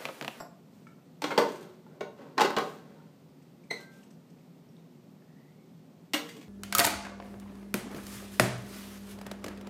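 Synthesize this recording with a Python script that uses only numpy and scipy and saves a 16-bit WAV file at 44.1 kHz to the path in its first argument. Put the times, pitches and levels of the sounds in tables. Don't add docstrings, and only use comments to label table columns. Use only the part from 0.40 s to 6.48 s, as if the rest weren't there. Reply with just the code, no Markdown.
import sys
import numpy as np
from scipy import signal
from scipy.fft import rfft, irfft, next_fast_len
from scipy.io import wavfile
from scipy.ndimage import uniform_filter1d

SR = 44100
rng = np.random.default_rng(int(sys.argv[2]) if len(sys.argv) > 2 else 0)


def int16_out(signal):
    q = np.round(np.clip(np.atleast_2d(signal).T, -1, 1) * 32767)
    wavfile.write(sys.argv[1], SR, q.astype(np.int16))


def nominal_scale(level):
    x = np.asarray(level, float) / 20
    return 10 ** x


N = 268216


def rms_one(x):
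    return x / np.sqrt(np.mean(x ** 2) + 1e-20)


def at_hz(points, hz):
    table_hz, values = np.array(points).T
    return np.interp(np.log(hz), np.log(table_hz), values)


def band(x, low_hz, high_hz):
    return signal.sosfilt(signal.butter(2, [low_hz, high_hz], "band", fs=SR, output="sos"), x)


def lowpass(x, hz):
    return signal.sosfilt(signal.butter(2, hz, fs=SR, output="sos"), x)


def highpass(x, hz, order):
    return signal.sosfilt(signal.butter(order, hz, "high", fs=SR, output="sos"), x)


def ring(force, hz, t60_s):
    radius, w = nominal_scale(-60 / (t60_s * SR)), 2 * np.pi * hz / SR
    return signal.lfilter([0, np.sin(w)], [1, -2 * radius * np.cos(w), radius ** 2], force + 1e-18)


def click(s, db):
    x = np.zeros(N)
    x[round(s * SR)] = nominal_scale(db)
    return x


def contacts(blows, slides, edges_hz, grain_db, contact_ms, sizzle_db, sizzle_follows):
    t, shape = np.arange(N) / SR, np.zeros((4, N))
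    age_s = t[:4000]
    rise_s = np.array([[.003], [.0015], [.0006], [.0003]])
    pulse = (1 - np.exp(-age_s / rise_s)) * np.exp(-age_s * 1000 / contact_ms)
    for s, db, weight_db, hard_db, *muffle_db in blows:
        i = round(s * SR)
        top_db = sizzle_db + sizzle_follows * hard_db - sum(muffle_db)
        colour_db = np.array([weight_db, 0, hard_db, top_db])
        shape[:, i:i + 4000] += (nominal_scale(db + colour_db)[:, None] * pulse)[:, :N - i]

    grains = nominal_scale(grain_db * np.minimum(rng.exponential(1, N // 60 + 1), 2.5))
    grit = rms_one(uniform_filter1d(grains.repeat(60)[:N], size=40))
    for s, length_s, db, bright_db in slides:
        gone = (t - s) / length_s
        off_peak = np.interp(gone, [0, .17, 1], [1, 0, 1], 3, 3)
        tilt_db = bright_db * np.array([[-.4], [0], [1], [2]])
        shape += grit * nominal_scale(db - 14.5 * off_peak ** 2 + tilt_db)

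    noise = signal.lfilter([1], [1, -.6], rng.standard_normal((4, N)))
    force = np.zeros(N)
    for gain, white, low, high in zip(shape, noise, edges_hz, edges_hz[1:]):
        force += gain * rms_one(band(white, low, high))
    return force


def struck(force, modes, ring_db, tilt_db, crack_db):
    rings = np.zeros(N)
    for hz, db, t60_s in modes:
        rings += nominal_scale(db + tilt_db * np.log2(hz / 1000)) * ring(force, hz, min(t60_s, .9))
    return nominal_scale(crack_db) * force + nominal_scale(ring_db) * rings


def coloured(spectrum, modes):
    size = next_fast_len(N)
    hz = np.maximum(np.arange(size // 2 + 1) * SR / size, 10)
    peaks = sum(nominal_scale(db) / (1 + ((hz - f) / width) ** 2) for f, width, db in modes)
    white = rfft(rng.standard_normal(size))
    return rms_one(irfft(white * nominal_scale(at_hz(spectrum, hz)) * (1 + peaks), size)[:N])


# frequency in Hz, level in dB per Hz.
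VENTILATION = [(15, -79), (25, -41), (43, -62), (64, -23), (102, -14.5), (127, -7), (151, 0), (266, -5.5),
               (327, -15), (356, -6.5), (388, -10), (637, -16), (1500, -29), (1950, -58), (3300, -120)]
# frequency in Hz, width in Hz, level in dB.
ROOM_MODES = [(160.6, 22, -4), (227, 8.1, -9.5), (271, 31, -2.5), (358, 2.6, -11.5)]
# frequency in Hz, level in dB per Hz.
MIC_HISS = [(1100, -32.5), (1500, -6), (1900, -0.5), (2700, -3.5), (4500, -5.5), (7000, -10.5),
            (10200, -11), (12500, -9), (15500, -13.5), (20000, -16)]


def air():
    return nominal_scale(-54) * coloured(VENTILATION, ROOM_MODES) + nominal_scale(-71.5) * coloured(MIC_HISS, [])


# start in seconds, peak in dB, weight in dB, hardness in dB.
LIFT_BLOWS = [
    (.001, -27.5, -10.1, -23.5),
]
# frequency in Hz, level in dB, t60 in seconds.
STAND_MODES = [(521, -9, 0.29), (680, 4.5, 0.066), (710, 1, 0.035), (865, -8.5, 0.029), (1077, -14, 0.047),
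               (1190, -17, 0.039), (1466, -13, 0.023), (1900, -22, 0.029), (4700, -40, .03),
               (5060, -25, .03), (5200, -16, 0.012), (5600, -14.5, 0.014), (7300, -24, 0.025),
               (7600, -17.5, 0.025), (11300, -26, 0.036), (14500, -28, .03)]
METAL_EDGES_HZ = [150, 600, 1500, 5000, 15500]


def lift():
    force = contacts(LIFT_BLOWS, [], METAL_EDGES_HZ,
                     grain_db=0, contact_ms=10.8, sizzle_db=8.5, sizzle_follows=0.93)
    modes = [(hz, db, t60_s if hz < 2000 else min(t60_s, .05)) for hz, db, t60_s in STAND_MODES]
    return struck(force, modes, ring_db=-38.0, tilt_db=8.5, crack_db=-14.5)


# start in seconds, peak in dB, frequency in Hz, t60 in seconds.
THUMPS = [
    (.002, -54, 45, 0.078),
    (.838, -66, 40, .15),
    (.978, -74, 38.6, .15),
    (1.608, -70, 35, .12),
    (1.98, -66.5, 40, .15),
    (2.166, -51, 43, 0.15),
    (5.74, -72, 40.3, .12),
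]


def rocking():
    return sum(ring(click(s, db), hz, t60_s) for s, db, hz, t60_s in THUMPS)


# start in seconds, peak in dB, weight in dB, hardness in dB, gasket muffling in dB.
HANDLE_BLOWS = [(0.819, -27, -5, 0, -2.1), (0.84, -18.5, -3.5, -2.5, 6.5), (0.906, -21, -26, -13, 5),
                (0.915, -21, -10.1, -23, -0.5), (0.977, -12.5, 2, -4, 3.2), (0.985, -15.5, -2.5, -14.5, -9),
                (1.017, -23, 2, -24, -3), (1.464, -52, -11, -10, 5), (1.607, -26, 1.5, -8.5, 5),
                (1.972, -37, 8, -16, 4), (1.979, -12.5, -11, -7.5, 9), (1.996, -14.5, -8, -9.5, 7),
                (2.007, -10, -11.5, -10.1, -1.8), (2.015, -13.5, -4.2, -4, 5.5),
                (2.049, -16.5, -2.2, -6, 7), (2.104, -25.5, 1, -8.5, -3), (2.165, -14, -3.2, -7.5, 6),
                (2.174, -23.5, 0.7, -16, 3), (2.183, -16, -11, -13.5, -3), (3.309, -34.5, 6, -0.5, 9.5)]
# start in seconds, length in seconds, peak in dB, brightness in dB.
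HANDLE_SLIDES = [
    (.3, 0.25, -72.5, 0.5),
    (0.844, 0.25, -46.5, -5),
    (1.03, 0.34, -52.5, -5),
    (1.472, 0.25, -63.5, -19),
    (1.757, .23, -54.5, -9),
    (2.2, .2, -54.5, -1.5),
    (2.348, 0.36, -60, -7),
    (3.312, 0.12, -55.5, -1.5),
    (3.397, 0.051, -62.5, 2),
    (3.499, 0.19, -65.5, .1),
]
# frequency in Hz, level in dB, t60 in seconds.
CASING_MODES = [(226, -18, 0.17), (313, -12.5, .18), (384, -26.5, 0.81), (426, -12, 0.48), (478, 9, 0.046),
                (591, 4, 0.099), (653, 5, 0.031), (814, -1.5, 0.107), (919, -4, 0.12), (1086, -6.5, 0.18),
                (1126, -2.5, 0.1), (1341, -25, 0.23), (1570, -3, 0.08), (1860, -37, 0.31),
                (2103, -9.5, 0.16), (2500, -49, 0.0644), (2890, -10.5, 0.079), (3450, -33, .1)]
# frequency in Hz, level in dB, t60 in seconds.
BASKET_MODES = [(4500, -20, 0.072), (5650, -38, 0.18), (6500, -40, .4), (7200, -37, .5), (7300, -41, .45),
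                (7760, -35, .45), (8300, -37, 0.37), (8920, -39, .45), (9760, -41, 0.4124),
                (10910, -42, .4), (12300, -44, .4), (13380, -41.5, .35)]


def handle():
    force = contacts(HANDLE_BLOWS + rattle(count=5), HANDLE_SLIDES, METAL_EDGES_HZ,
                     grain_db=3.0, contact_ms=6.37, sizzle_db=-9.5, sizzle_follows=1.0)
    return struck(force, CASING_MODES + BASKET_MODES, ring_db=-51.5, tilt_db=3.0, crack_db=-5.5)


# start in seconds, peak in dB, frequency in Hz, t60 in seconds,
# share of broad click in dB.
TICKS = [(.469, -47, 1340, 0.061, -14), (.47, -55.5, 1750, 0.056, -20), (0.469, -51, 2250, 0.037, -14),
         (3.022, -60.5, 2500, .01, 3), (3.237, -56.5, 2350, 0.02, -2), (3.632, -53.5, 2830, 0.011, 2.5),
         (3.705, -61, 5570, .01, 10.5), (3.90, -65.5, 6140, 0.0098, 9), (3.986, -63.5, 2500, 0.022, 2),
         (4.289, -66, 5580, 0.034, -1), (4.367, -55, 3700, 0.013, -9), (4.821, -61, 1750, 0.029, -12)]


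def ticks():
    out, i = np.zeros(N), np.arange(600)
    puff = rng.standard_normal(600) * np.sin(np.pi * i / 600) * np.exp(-i / SR / 0.013)
    for s, db, hz, t60_s, broad_db in TICKS:
        broad = signal.fftconvolve(click(s, db + broad_db - 3), puff)[:N]
        out += ring(click(s, db), hz, t60_s) + band(broad, 1100, 7700)
    return out


# start in seconds, peak in dB,
# frequency in Hz, t60 in seconds.
HANDLE_NOTES = [(.820, -23.5, 874, 0.03), (.828, -33, 301, 0.24), (.842, -19, 482, 0.043),
                (.910, -30, 1552, 0.074), (.912, -29, 2140, .076), (.912, -29, 927, 0.07),
                (0.979, -13.5, 4500, 0.012), (.980, -15, 830, 0.061), (.985, -23, 603, 0.13),
                (.995, -23, 1143, 0.1), (1.012, -30, 426, 0.1), (1.085, -36.5, 412, .12),
                (1.1, -42.5, 367.5, 1), (1.464, -45.5, 864, 0.047), (1.464, -53, 1385, .04),
                (1.608, -39.5, 2243, 0.094), (1.61, -35, 618, 0.076), (1.61, -33.5, 452, .12),
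                (1.983, -28, 4240, 0.032), (1.985, -18.5, 1070, 0.07), (1.983, -22, 1860, 0.038),
              (1.99, -20.5, 846, 0.15), (2.011, -11, 827, 0.088), (2.012, -18.5, 456, 0.096),
              (2.046, -13, 393, 0.075), (2.17, -28.5, 1058, 0.13), (2.2, -32, 418, 0.43),
              (2.56, -56, 916, 0.21), (3.311, -32.5, 432, 0.12), (3.311, -40, 870, 0.065),
              (3.311, -53, 1060, .12), (3.312, -28.5, 700, 0.035), (3.308, -37, 1896, 0.083),
              (3.41, -51, 3100, 0.032), (2.17, -29, 2930, 0.063), (2.6, -55, 1400, .04)]
# start in seconds, peak in dB, frequency in Hz, t60 in seconds.
FAR_GLASS_RINGS = [
    (3.388, -52, 1572, 1.2),
    (3.47, -67, 1335, .8),
]
# start in seconds, peak in dB, frequency in Hz, t60 in seconds.
GLASS_NOTES = [
    (5.738, -23, 301, 0.076),
    (5.738, -22.5, 2835, .07),
    (5.739, -33.5, 3450, 0.19),
    (5.75, -34, 568, 0.18),
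    (5.79, -43, 468, 0.45),
    (5.891, -51, 2054, 0.2),
    (5.893, -48, 4700, .06),
    (5.945, -54, 2910, .094),
    (5.955, -43.5, 445, 0.14),
    (6.02, -44.5, 303, .2),
]


def notes():
    out, age_s = np.zeros(N), np.arange(SR) / SR
    jitter = rms_one(lowpass(rng.standard_normal((2, N + SR)), 60))
    for row in HANDLE_NOTES + GLASS_NOTES + FAR_GLASS_RINGS:
        s, db, hz, t60_s = row
        i = round(s * SR)
        swell = 1 - np.exp(-age_s / (.00111 + .013 * t60_s))
        size, phase = .45 * (1 - np.exp(-age_s / .02)) * jitter[:, i:i + SR]
        if row in FAR_GLASS_RINGS:
            size, phase = 0, 0
            swell *= np.exp(-np.maximum(s + age_s - 3.61, 0) / .015)
        tone = np.sin(2 * np.pi * hz * age_s + phase)
        note = nominal_scale(db - 60 * age_s / t60_s) * swell * (1 + size) * tone
        out[i:i + SR] += note[:N - i]
    return highpass(out, 200, order=2)


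def rattle(count):
    start_s, gap_s, first_db, loss_db = 1.088, .037, -49, 2.5
    weight_db, hard_db, muffle_db = -12, 4., -9
    uneven = rng.uniform(-.35, .35, count) * (np.arange(count) > 0)
    return [(start_s + gap_s * (k + uneven[k]), first_db - loss_db * k, weight_db, hard_db, muffle_db)
            for k in range(count)]


SQUEAK_OVERTONES_DB = [3.7, -1.5, -13, -17, -22, -25, -29]


def squeak():
    start_s, pitch_hz, sag_hz_per_s, grow_ms, drop_ms = 3.312, 2045, 4500., 4, 5.1
    since_s = np.clip(np.arange(N) / SR - start_s, -.05, .05)
    wobble = rms_one(uniform_filter1d(rng.standard_normal(N), size=90))
    turns = np.cumsum((pitch_hz - sag_hz_per_s * since_s) * (1 + .017 * wobble)) / SR
    tone = sum(nominal_scale(db) * np.sin(2 * np.pi * (k + 1) * turns) for k, db in enumerate(SQUEAK_OVERTONES_DB))
    spread_s = np.where(since_s < 0, grow_ms, drop_ms) / 1000
    return tone * nominal_scale(-32) * np.exp(-.5 * (since_s / spread_s) ** 2)


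def rub():
    start_s, length_s, pitch_hz, rise_hz_per_s, width_hz = 4.88, 0.37, 1780, 1150., 120
    since_s = np.arange(N) / SR - start_s
    gone = np.clip(since_s / length_s, 0, 1)
    turns = np.cumsum(pitch_hz + rise_hz_per_s * since_s) / SR
    flutter = rms_one(lowpass(rng.standard_normal((2, N)), width_hz))
    whistle = flutter[0] * np.sin(2 * np.pi * turns) + flutter[1] * np.cos(2 * np.pi * turns)
    grip = nominal_scale(4 * rms_one(uniform_filter1d(rng.standard_normal(N), size=1800)))
    return nominal_scale(-75) * grip * whistle * np.sqrt(np.sin(np.pi * gone ** 0.5).clip(0))


# start in seconds, peak in dB, weight in dB, hardness in dB.
GLASS_BLOWS = [
    (5.7342, -25.5, -4, 6.5),
    (5.742, -23.5, -15, 1),
    (5.75, -36, 1, -5),
    (5.889, -53.5, -7, 14),
    (5.966, -55, 16, 6),
    (6.012, -57.5, 8, 9),
    (6.027, -61, 10.1, 6),
]
# start in seconds, length in seconds, peak in dB, brightness in dB.
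GLASS_SLIDES = [
    (5.82, 0.23, -59.5, 1.7),
]
# frequency in Hz, level in dB, t60 in seconds.
TRAY_MODES = [(302, 12, 0.17), (587, -15, .05), (1143, -3, 0.086), (1580, -27, .1), (1940, -8.5, 0.12),
              (2164, -24, 0.1), (2500, -22, 0.099), (2900, -18.5, .15), (3446, -19, 0.08),
              (4130, -28, 0.092), (4700, -17, 0.087)]
GLASS_EDGES_HZ = [150, 600, 1700, 3800, 15500]


def glasses():
    force = contacts(GLASS_BLOWS, GLASS_SLIDES, GLASS_EDGES_HZ,
                     grain_db=-2.0, contact_ms=7.25, sizzle_db=-4, sizzle_follows=1.0)
    return struck(force, TRAY_MODES, ring_db=-52, tilt_db=2.5, crack_db=-6.0)


# frequency in Hz, t60 in seconds.
KITCHEN_T60 = [(100, .55), (300, .45), (800, .4), (2000, .36), (5000, .32), (13000, .27)]


def kitchen(x):
    hall_t60_s, hall_db = 0.69, -20.5
    t = np.arange(SR) / SR
    edges_hz = 80 * 2 ** np.arange(0, 8.1, .5)
    echo = np.zeros(SR)
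    for low, high in zip(edges_hz, edges_hz[1:]):
        t60_s = at_hz(KITCHEN_T60, np.sqrt(low * high))
        noise = band(rng.standard_normal(SR), low, high)
        dull_db = 5 * max(np.log2(low / 1200), 0)
        tail = noise * (nominal_scale(-60 * t / t60_s) + nominal_scale(hall_db - dull_db - 60 * t / hall_t60_s))
        echo += tail * np.sqrt((high - low) / np.sum(tail ** 2) * 2 / SR)
    echo *= 1 - np.exp(-(t / 0.0061) ** 2)
    return signal.fftconvolve(x, echo)[:N]


def scene():
    near = lift() + handle() + ticks() + squeak() + rub() + glasses()
    near = highpass(near, 190, order=4)
    parts = notes()
    room = nominal_scale(-2.0) * kitchen(near + nominal_scale(-7.5) * parts)
    return (near + parts + room + rocking() + air())[None]


def band_limit(x):
    return signal.sosfilt(signal.butter(12, 16300, fs=SR, output="sos"), x)


# centre in Hz, width in Hz, level in dB.
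MIC_DIP = (10830, 5460, -5.5)


def record(dry):
    hz, width_hz, db = MIC_DIP
    notched = dry - (1 - nominal_scale(db)) * band(dry, hz - width_hz / 2, hz + width_hz / 2)
    mix = signal.sosfilt(signal.cheby2(12, 30, 15550, fs=SR, output="sos"), notched)
    return band_limit(mix)


dry = scene()
out = record(dry)
int16_out(out)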